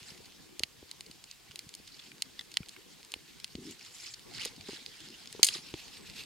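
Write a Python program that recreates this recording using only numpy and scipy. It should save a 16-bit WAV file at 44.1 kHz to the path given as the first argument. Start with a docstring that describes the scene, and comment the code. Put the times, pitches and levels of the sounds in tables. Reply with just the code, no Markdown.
"""Small wood fire on a forest floor

Twigs crack and a stick breaks with a splintering snap: noise bursts ring the modes of thin dry wood.
Flame roars, flutters and puffs; steam hisses, spurts and whistles: shaped noise, damped pulses, a sine.
Litter rustles, a twig slips, loose twigs tap, sticks knock: swelling noise, clicks and short modes.
A faint dull echo of the wood and a bed of forest air lie behind."""
import sys
import numpy as np
from scipy import signal
from scipy.io import wavfile
from scipy.ndimage import uniform_filter1d

SR = 44100
rng = np.random.default_rng(int(sys.argv[2]) if len(sys.argv) > 2 else 0)


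def store_wav(level_fs):
    """Save 16-bit WAV to argv[1]."""
    pcm = np.round(np.clip(np.atleast_2d(level_fs), -1, 1) * 32767)
    wavfile.write(sys.argv[1], SR, pcm.T.astype(np.int16))


N = 275794
T = np.arange(N) / SR
SHORT = T[:4096]   # time axis of one short event
LEFT_RIGHT = np.array([[1], [-1]])

# a stick gives way fibre by fibre; levels relative, body < 3.3 kHz, edge > 7.5 kHz:
# start_s, level_db, body_db, edge_db, tear_s
STICK_BREAK = [(5.43, -8.5, -4, -6.5, 0.0011), (5.4351, -36, -13, -21, 0.00089),
               (5.4446, -17.5, -23, 4.5, 0.0066), (5.4666, -25.5, -9, -2, 0.01),
               (5.4871, -36, -18, -1, 0.01)]


def from_db(db):
    """Decibels to amplitude ratio."""
    return 10 ** (np.asarray(db) / 20)


def rms_one(x):
    """Scale to rms 1."""
    return x / np.sqrt(np.mean(x ** 2) + 1e-20)


def peak_one(x, size):
    """Scale so that the loudest stretch of `size` samples of the channel mean has rms 1."""
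    power = np.atleast_2d(x).mean(axis=0) ** 2
    return x / np.sqrt(uniform_filter1d(power, size).max() + 1e-20)


def in_time(rows):
    """Interpolate every column after the first over the time axis."""
    s, *columns = np.transpose(rows)
    return [np.interp(T, s, c) for c in columns]


def at_hz(points, hz):
    """Interpolate a spectrum on a log frequency axis."""
    points = np.array(points)
    return np.interp(np.log(hz), np.log(points[:, 0]), points[:, 1])


def butter(x, hz, kind, order=2):
    """Butterworth filter."""
    return signal.sosfilt(signal.butter(order, hz, kind, fs=SR, output="sos"), x)


def resonate(x, hz, width_hz):
    """Two-pole resonance with gain 1 on top."""
    r = np.exp(-np.pi * width_hz / SR)
    zeros = np.array([1, 0, -1]) * (1 - r * r) / 2
    poles = [1, -2 * r * np.cos(2 * np.pi * hz / SR), r * r]
    return signal.lfilter(zeros, poles, x + 1e-18)


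def add(out, s, sound):
    """Mix a short event into the stereo buffer at time s."""
    at = max(round(s * SR), 0)
    out[:, at:at + sound.shape[-1]] += sound[..., :N - at]


def gate(start_s, length_s, attack_s, release_s):
    """Linear attack, hold, exponential release."""
    since = T - start_s
    return np.clip(since / attack_s, 0, 1) * np.exp(-np.maximum(since - length_s, 0) / release_s)


def drift(rate_hz):
    """Low-passed random modulation of rms 1, drawn at every 40th sample."""
    r = np.exp(-80 * np.pi * rate_hz / SR)
    slow = signal.lfilter([1], [1, -2 * r, r * r], rng.standard_normal(N // 40 + 2002))
    slow = slow[2000:]   # drop the filter's start-up
    return np.interp(np.arange(N) / 40, np.arange(len(slow)), rms_one(slow))


def banded_noise(spectrum, patchy_db, patch_rate_hz):
    """Log-spaced bands of stereo noise, each with own level, flicker and likeness; mono rms 1."""
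    # left-right correlation of the noise: hz, likeness (-1 to 1)
    likeness = [(40, 0.99), (150, -0.15), (400, -0.16), (1000, 0.34), (3000, 0.56), (7000, 0.49),
                (11000, -0.037), (15000, -0.22)]
    out, together = 0, drift(patch_rate_hz)
    edges = np.geomspace(spectrum[0][0], min(spectrum[-1][0], .45 * SR), len(spectrum) * 2)
    white = rng.standard_normal((2, 2, N))
    for k, (low, high) in enumerate(zip(edges, edges[1:])):
        mid, side = butter(white[k % 2], [low, high], "band")   # neighbours use different noise
        hz = np.sqrt(low * high)
        alike = np.clip(at_hz(likeness, hz), -1, 1)
        flicker_db = patchy_db * (together / 2 + drift(patch_rate_hz))
        stereo = np.sqrt(1 + alike) * mid + np.sqrt(1 - alike) * side * LEFT_RIGHT
        out = out + from_db(at_hz(spectrum, hz) + flicker_db) * stereo
    return out / np.sqrt(np.mean(out.mean(axis=0) ** 2))


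def twig(force, bulk=1):
    """Modes of thin dry wood in parallel; a bulkier piece rings lower."""
    # modes of a cracking twig at bulk 1: pitch_hz, width_hz, level_db
    mode_rows = [(2090, 346, 0.5), (3050, 780, -0.5), (4220, 310, 4), (4974, 340, 1), (6520, 400, -3.5),
                 (9140, 2400, -9.5), (9680, 760, -4.5), (13200, 3700, -25.5)]
    modes = sum((-1) ** k * from_db(db) * resonate(force, hz / bulk, width_hz)
                for k, (hz, width_hz, db) in enumerate(mode_rows))
    # a thin twig radiates little below its first mode; the pile under it adds a faint body
    return butter(modes, 1740, "high", order=6) + from_db(-16.5) * resonate(force, 440, 1600)


def ticks(per_s, size_db):
    """Random tiny fractures of uneven size and left-right balance, ringing as twigs; rms 1."""
    sizes = from_db(size_db * np.minimum(rng.exponential(1, N), 4)) * rng.choice([-1, 1], N)
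    clicks = sizes * (rng.random(N) < per_s / SR)
    return rms_one(twig(clicks * (1 + .5 * rng.standard_normal((2, N)))))


def fractures(rows, first_db, spread, scatter_db, scatter_s, low_db, high_db):
    """One sharp release and a short tearing; the woodpile scatters it for a few ms."""
    bulk_spread, pan_spread_db = 0.025, 0.5   # twigs differ a little in thickness and place
    out = np.zeros((2, N))
    for s, db, body_db, edge_db, tear_s in rows:
        white = rng.standard_normal((5, len(SHORT)))
        bulk, pan_db = rng.standard_normal(2) * [bulk_spread, pan_spread_db]
        force = (white[0] + spread * white[1:3]) * np.exp(-SHORT / max(tear_s, 1e-4))
        force[:, 0] += from_db(first_db)
        scatter = from_db(scatter_db) * white[3:] * np.exp(-SHORT / scatter_s)
        sound = twig(force + scatter, np.exp(bulk))
        # every twig has its own balance of body and edge
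        body = from_db(body_db + low_db) * rms_one(butter(sound, 3300, "low", order=4))
        middle = rms_one(butter(sound, [3300, 7500], "band", order=3))
        edge = from_db(edge_db + high_db) * rms_one(butter(sound, 7500, "high", order=4))
        add(out, s, peak_one(middle + body + edge, size=88) * from_db(db + pan_db / 2 * LEFT_RIGHT))
    return out


def crack_rows():
    """Listed cracks and faint chance ones; the harder a twig cracks, the sooner it is torn through."""
    # cracking twigs, levels relative: start_s, level_db, body_db (< 3.3 kHz), edge_db (> 7.5 kHz)
    loud = [(0.5943, -31.5, -14, -4), (0.6343, -23, -9, -15), (0.913, -37.5, -15, -8.5),
            (1.0078, -38, -10.5, -6), (1.063, -49, -26, -12), (1.112, -47, -14, -10),
            (1.24, -45.5, -12, -6.5), (1.3124, -41.5, -24, -13), (1.5578, -37, -13, -4.5),
            (1.5913, -36, -13, -6.5), (1.6911, -45, -15, -5), (1.7395, -41.5, -14.5, -9),
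            (1.7503, -40.5, -29, -1), (1.8774, -49.5, -18, -7), (2.2214, -24.5, -15.5, -6),
            (2.516, -48, -14, -8.5), (2.5406, -41.5, -18, -7), (2.5702, -19.5, -5.5, -10.5),
            (2.6858, -44, -16, -4.5), (2.6915, -43, -20, -5.5), (3.0484, -48, -15, -3),
            (3.119, -39.5, -18, -3), (3.139, -29, 3.5, -4), (3.4438, -30.5, -12, -9.5),
            (3.5528, -41, -8, -18), (3.7102, -44.5, -9, 3), (4.45, -32, -12.5, -7.5), (4.4545, -33, -13, 6),
            (4.6097, -44, -8, -22), (4.8618, -37, -15, -19), (5.004, -47, -16, -9),
            (5.2734, -43.5, -18.5, -23), (5.3267, -41, -9, 0), (5.7395, -37.5, -3, -31)]
    faint_per_s, faint_db, faint_spread_db, faint_body_db, faint_edge_db = 2.2, -50, 2.5, -13, -9
    # tearing time at row level -35 dB, and the rise in dB that halves it
    tear_s, tear_halves_db = 0.0016, 38
    chance = rng.random((round(faint_per_s * N / SR), 2))
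    faint = [(when * T[-1], faint_db + faint_spread_db * (2 * size - 1), faint_body_db, faint_edge_db)
             for when, size in chance]
    return [(s, db, body_db, edge_db, tear_s * 2 ** (-(db + 35) / tear_halves_db))
            for s, db, body_db, edge_db in loud + faint]


def cracks():
    """Twigs crack in the heat: sharp releases with very short tearing."""
    return from_db(1.5) * fractures(crack_rows(), first_db=17, spread=0.38, scatter_db=-9,
                                    scatter_s=0.003, low_db=5.5, high_db=1.5)


def breaking_stick():
    """A stick snaps in a quick run of fractures with longer tearing."""
    return from_db(-1.0) * fractures(STICK_BREAK, first_db=13, spread=0.3, scatter_db=-7,
                                     scatter_s=0.0055, low_db=-7.0, high_db=2.5)


def splinters(level_db, t60_s):
    """Fibres and bark keep tearing after the stick starts to break, dying away exponentially."""
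    since = T - STICK_BREAK[0][0]
    fibres = ticks(per_s=3000, size_db=4)
    return fibres * from_db(level_db - 60 * np.abs(since) / t60_s) * (since > 0)


def taps(level_db, width_hz, click_db):
    """Loose twigs land or spring free: a small click and two briefly ringing bending modes."""
    # taps, levels relative: start_s, level_db, low_mode_hz, high_mode_hz
    tap_rows = [(0.6346, -24, 2570, 2600), (1.511, -40, 1440, 2880), (2.117, -40, 2030, 2310),
                (2.3925, -28.5, 2000, 3550), (2.4102, -37.5, 1920, 3400), (2.631, -41, 1440, 2370),
                (2.7643, -39.5, 1590, 2300), (5.487, -17, 3220, 3270)]
    out = np.zeros((2, N))
    for s, db, low_hz, high_hz in tap_rows:
        rough = rng.standard_normal(len(SHORT)) + .5 * rng.standard_normal((2, len(SHORT)))
        touch = np.exp(-SHORT / 0.0019) * rough
        low = 0.43 * rms_one(resonate(touch, low_hz, width_hz))
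        high = rms_one(resonate(touch, high_hz, width_hz))
        click = from_db(click_db) * rms_one(twig(touch))
        add(out, s, peak_one(low + high + click, size=88) * from_db(db + level_db))
    return out


def flame(roar_db, flutter_db, flutter_hz):
    """A lumpy low roar, and a throbbing flutter whenever a gas jet burns unsteadily."""
    # relative roar level: time_s, level_db
    roar_level = [(0, -63), (0.9, -67.5), (2.9, -66), (4.1, -67), (4.4, -60), (4.9, -65), (5.6, -62),
                  (6.25, -62)]
    # relative roar spectrum: hz, density_db
    roar_spectrum = [(25, -6.5), (70, -2.5), (150, 3.5), (330, 2.5), (450, -1), (600, -17), (900, -1.5),
                     (1500, -45)]
    # unsteady gas jets, levels relative: start_s, length_s, level_db
    flutter_rows = [(2.05, 0.1, -59), (3.57, 0.14, -46), (4.993, 0.14, -55.5)]
    pan_db = 1.3   # the flame burns a little to the left
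    roar = banded_noise(roar_spectrum, patchy_db=3.5, patch_rate_hz=13.0)
    roar = roar * from_db(in_time(roar_level)[0] + roar_db)
    eddies = butter(resonate(rng.standard_normal(N), flutter_hz, 270), 375, "low", order=8)
    throb = from_db(1.8 * drift(45))
    jets = sum(from_db(db + flutter_db) * gate(s, length_s, attack_s=0.012, release_s=0.012)
               for s, length_s, db in flutter_rows)
    return (roar + rms_one(eddies * throb) * jets) * from_db(pan_db / 2 * LEFT_RIGHT)


def puffs(level_db, damping, swell_db, swell_hz):
    """A gas pocket flares: one heavily damped swing of pressure and a slower swell behind it."""
    # pockets of gas catching, levels relative: start_s, level_db, pitch_hz
    puff_rows = [(0.02, -46, 120), (0.119, -45.5, 149), (0.604, -36.5, 364), (0.634, -40, 268),
                 (0.828, -40.5, 338), (1.098, -43, 190), (1.499, -46.5, 120), (1.667, -43.5, 123),
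                 (1.8, -46, 320), (2.605, -31.5, 146), (3.162, -44, 298), (3.552, -30, 218),
                 (5.74, -34.5, 130)]
    out = np.zeros((2, N))
    for s, db, hz in puff_rows:
        push = SHORT * hz * np.exp(-SHORT * hz * 7)
        swing = peak_one(butter(resonate(push, hz, damping * hz), 63, "high"), size=88)
        swell = from_db(swell_db) * peak_one(resonate(push, swell_hz, 40), size=88)
        add(out, s, (swing + swell) * from_db(db + level_db + LEFT_RIGHT))   # 2 dB to the left
    return out


def steam(hiss_db):
    """Steam leaves the damp wood as a hiss; the harder it flows, the louder the bark ticks."""
    # relative steam flow: time_s, level_db
    flow_rows = [(0, -53.5), (0.5, -63.5), (0.9, -61.5), (1.9, -61), (2.5, -58.5), (4.2, -58.5),
                 (5.1, -52.5), (6.25, -55)]
    # relative hiss spectrum: hz, density_db
    hiss_spectrum = [(500, -12.5), (1200, -7), (1700, 0.5), (2400, 1.5), (3200, 3), (4500, 2.5),
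                     (5700, -1.5), (6700, -7.5), (8000, -6.5), (10000, -8.5), (13000, -24), (16000, -73)]
    flow_db, = in_time(flow_rows)
    hiss = from_db(hiss_db) * banded_noise(hiss_spectrum, patchy_db=3.0, patch_rate_hz=16.0)
    bark = from_db(-12) * ticks(per_s=70, size_db=6)
    return from_db(flow_db) * (hiss + bark)


def spurts(level_db, sputter_db):
    """Steam bursts from a split in the wood, sputters and dies back."""
    # spurts, levels relative: peak_s, level_db
    spurt_rows = [(1.31, -57), (3.3, -56), (5.69, -48.5), (5.8, -48), (5.95, -49.5), (6.089, -48),
                  (6.202, -42.5)]
    # resonances of the split: pitch_hz, width_hz, level_db
    vent_modes = [(2680, 390, 9), (3700, 1240, 6), (7600, 260, -11.5), (11100, 530, -10)]
    spurt_s = 0.044   # time to swell, and to fade
    swells = sum(from_db(db) * np.exp(-np.minimum(((T - s) / spurt_s) ** 2, 20)) for s, db in spurt_rows)
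    jet = rng.standard_normal(N) + .5 * rng.standard_normal((2, N))
    vent = sum(from_db(db) * resonate(jet, hz, width_hz) for hz, width_hz, db in vent_modes)
    return rms_one(butter(vent, 1000, "high")) * swells * from_db(level_db + sputter_db * drift(60))


def whistle(level_db):
    """Steam sings through one pore: a gliding sine with a random amplitude."""
    # pore tone, levels relative: time_s, pitch_hz, level_db
    tone_rows = [(5.86, 8190, -72), (5.98, 8140, -52.5), (6.06, 7930, -66), (6.25, 8340, -52)]
    hz, db = in_time(tone_rows)
    tone = np.sin(2 * np.pi * np.cumsum(hz) / SR)
    return from_db(db + level_db) * (T > tone_rows[0][0]) * drift(73) * tone


def rustle(level_db, crisp_db, snap_db, snaps_per_s, snap_size_db):
    """Dry leaves slide over each other: a swish full of tiny snaps builds to a peak and stops."""
    # stirs, levels relative, crisp_db of the treble layer: peak_s, level_db, build_s, crisp_db
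    stir_rows = [(0.09, -54.5, 0.063, -0.5), (2.059, -56, 0.24, -51), (3.70, -52, 0.069, -3),
                 (3.86, -52.5, 0.064, -13), (4.065, -48.5, 0.12, 1.5), (4.437, -39, 0.095, -21),
                 (4.70, -44, 0.039, -24), (4.745, -51.5, 0.018, -9), (5.548, -41, 0.069, -7)]
    # relative swish spectrum: hz, density_db
    leaf_spectrum = [(600, -19), (1300, -7.5), (2000, -2), (3200, -0.5), (4600, 0), (5700, 0.5),
                     (6700, -22), (8000, 2)]
    # relative treble-layer spectrum: hz, density_db
    crisp_spectrum = [(5500, 1), (7200, 6), (9500, 1.5), (11000, -4), (12500, -5), (15000, -53)]
    release_s, shape = 0.052, 2.2   # shape 1 is a sharp crest, 2 a round one
    stir, crispness = 0, 0
    for s, db, build_s, crisp_share_db in stir_rows:
        away = np.maximum((s - T) / build_s, (T - s) / release_s)
        swell = from_db(db) * np.exp(-np.minimum(away ** shape, 20))
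        stir = stir + swell
        crispness = crispness + swell * from_db(crisp_share_db)
    swish = from_db(level_db) * banded_noise(leaf_spectrum, patchy_db=6.5, patch_rate_hz=44)
    crisp = from_db(crisp_db) * banded_noise(crisp_spectrum, patchy_db=5.0, patch_rate_hz=16)
    snaps = from_db(snap_db) * ticks(per_s=snaps_per_s, size_db=snap_size_db)
    return stir * (swish + snaps) + crispness * crisp


def slip(start_s, level_db, length_s, attack_s, release_s, hz, width_hz):
    """A twig skids over bark: dense ticks through one broad resonance, a very short bright rasp."""
    rasp = rms_one(resonate(ticks(per_s=9000, size_db=1), hz, width_hz))
    return from_db(level_db) * rasp * gate(start_s, length_s, attack_s, release_s)


def knocks(level_db, width_hz, upper_db, upper_hz):
    """A soft, slightly rough contact rings a stick's bending mode and a higher one."""
    # knocking sticks, levels relative: start_s, level_db, pitch_hz
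    knock_rows = [(4.458, -39, 473), (4.58, -49, 232), (4.688, -38.5, 330), (4.693, -37, 387),
                  (4.732, -45, 334), (5.3494, -44.5, 425), (5.395, -37, 410), (5.555, -48, 344),
                  (5.561, -46.5, 384), (5.588, -51, 246), (5.7403, -34.5, 330)]
    out = np.zeros((2, N))
    for s, db, hz in knock_rows:
        push = np.exp(-SHORT / 0.00096) * (1 + 0.63 * rng.standard_normal((2, len(SHORT))))
        sound = resonate(push, hz, width_hz) + from_db(upper_db) * resonate(push, upper_hz, 190)
        add(out, s, peak_one(sound, size=88) * from_db(db + level_db))
    return out


def forest_echo(x, level_db, t60_s):
    """Trunks return a faint, dull tail: convolution with decaying low-passed noise."""
    t = T[:SR]
    tail = butter(rng.standard_normal((2, SR)), 7400, "low")
    tail = tail * from_db(-60 * t / t60_s) * (1 - np.exp(-t / 0.024))
    tail = tail / np.sqrt(np.sum(tail ** 2) / 2)
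    return from_db(level_db) * signal.fftconvolve(x, tail, axes=1)[:, :N]


def forest_air(level_db):
    """Still air among the trees: faint, nearly steady broadband noise."""
    # relative air spectrum: hz, density_db
    air_spectrum = [(30, -2), (200, -7), (600, -6), (900, -2.5), (1400, -4.5), (3000, -1), (15000, -8.5)]
    return from_db(level_db) * banded_noise(air_spectrum, patchy_db=.3, patch_rate_hz=10)


def scene():
    """Sum the fire, the litter beside it, the echo of the wood and the air."""
    wood = cracks() + breaking_stick() + splinters(level_db=-33.5, t60_s=0.3)
    wood = wood + taps(level_db=-5.0, width_hz=140, click_db=-12)
    burning = flame(roar_db=1.0, flutter_db=-2.0, flutter_hz=270)
    burning = burning + puffs(level_db=-4, damping=0.72, swell_db=-7.5, swell_hz=75.6)
    vapour = steam(hiss_db=-3) + spurts(level_db=-4.5, sputter_db=3.0) + whistle(level_db=-7.5)
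    litter = rustle(level_db=-3, crisp_db=-5.5, snap_db=-6, snaps_per_s=700, snap_size_db=0.5)
    litter = litter + slip(start_s=4.137, level_db=-38.5, length_s=0.0065, attack_s=0.0019,
                           release_s=0.0015, hz=5640, width_hz=4300)
    litter = litter + knocks(level_db=2.0, width_hz=99, upper_db=-9.5, upper_hz=840)
    echo = forest_echo(wood, level_db=-53, t60_s=0.83)
    return wood + burning + vapour + litter + echo + forest_air(level_db=-63)


def record(dry):
    """Each microphone port adds its own resonance; tanh rounds the peaks and the top is cut."""
    left_port, right_port = (6860, 590, 0.69), (4750, 1400, 0.49)   # hz, width_hz, boost
    treble_lean, lean_hz, cutoff_hz = 0.068, 6460, 16000
    coloured = np.array([x + boost * resonate(x, hz, width_hz)
                         for x, (hz, width_hz, boost) in zip(dry, (left_port, right_port))])
    # the left port hears a little more treble, the right one less
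    coloured = coloured + treble_lean * butter(coloured, lean_hz, "high", order=1) * LEFT_RIGHT
    coloured[1] -= 2 * resonate(coloured[1], 15500, 3160)   # the right port turns the phase of the top treble
    top_cut = signal.ellip(10, .2, 80, cutoff_hz, fs=SR, output="sos")
    return signal.sosfilt(top_cut, np.tanh(coloured))


dry = scene()
out = record(dry)
store_wav(out)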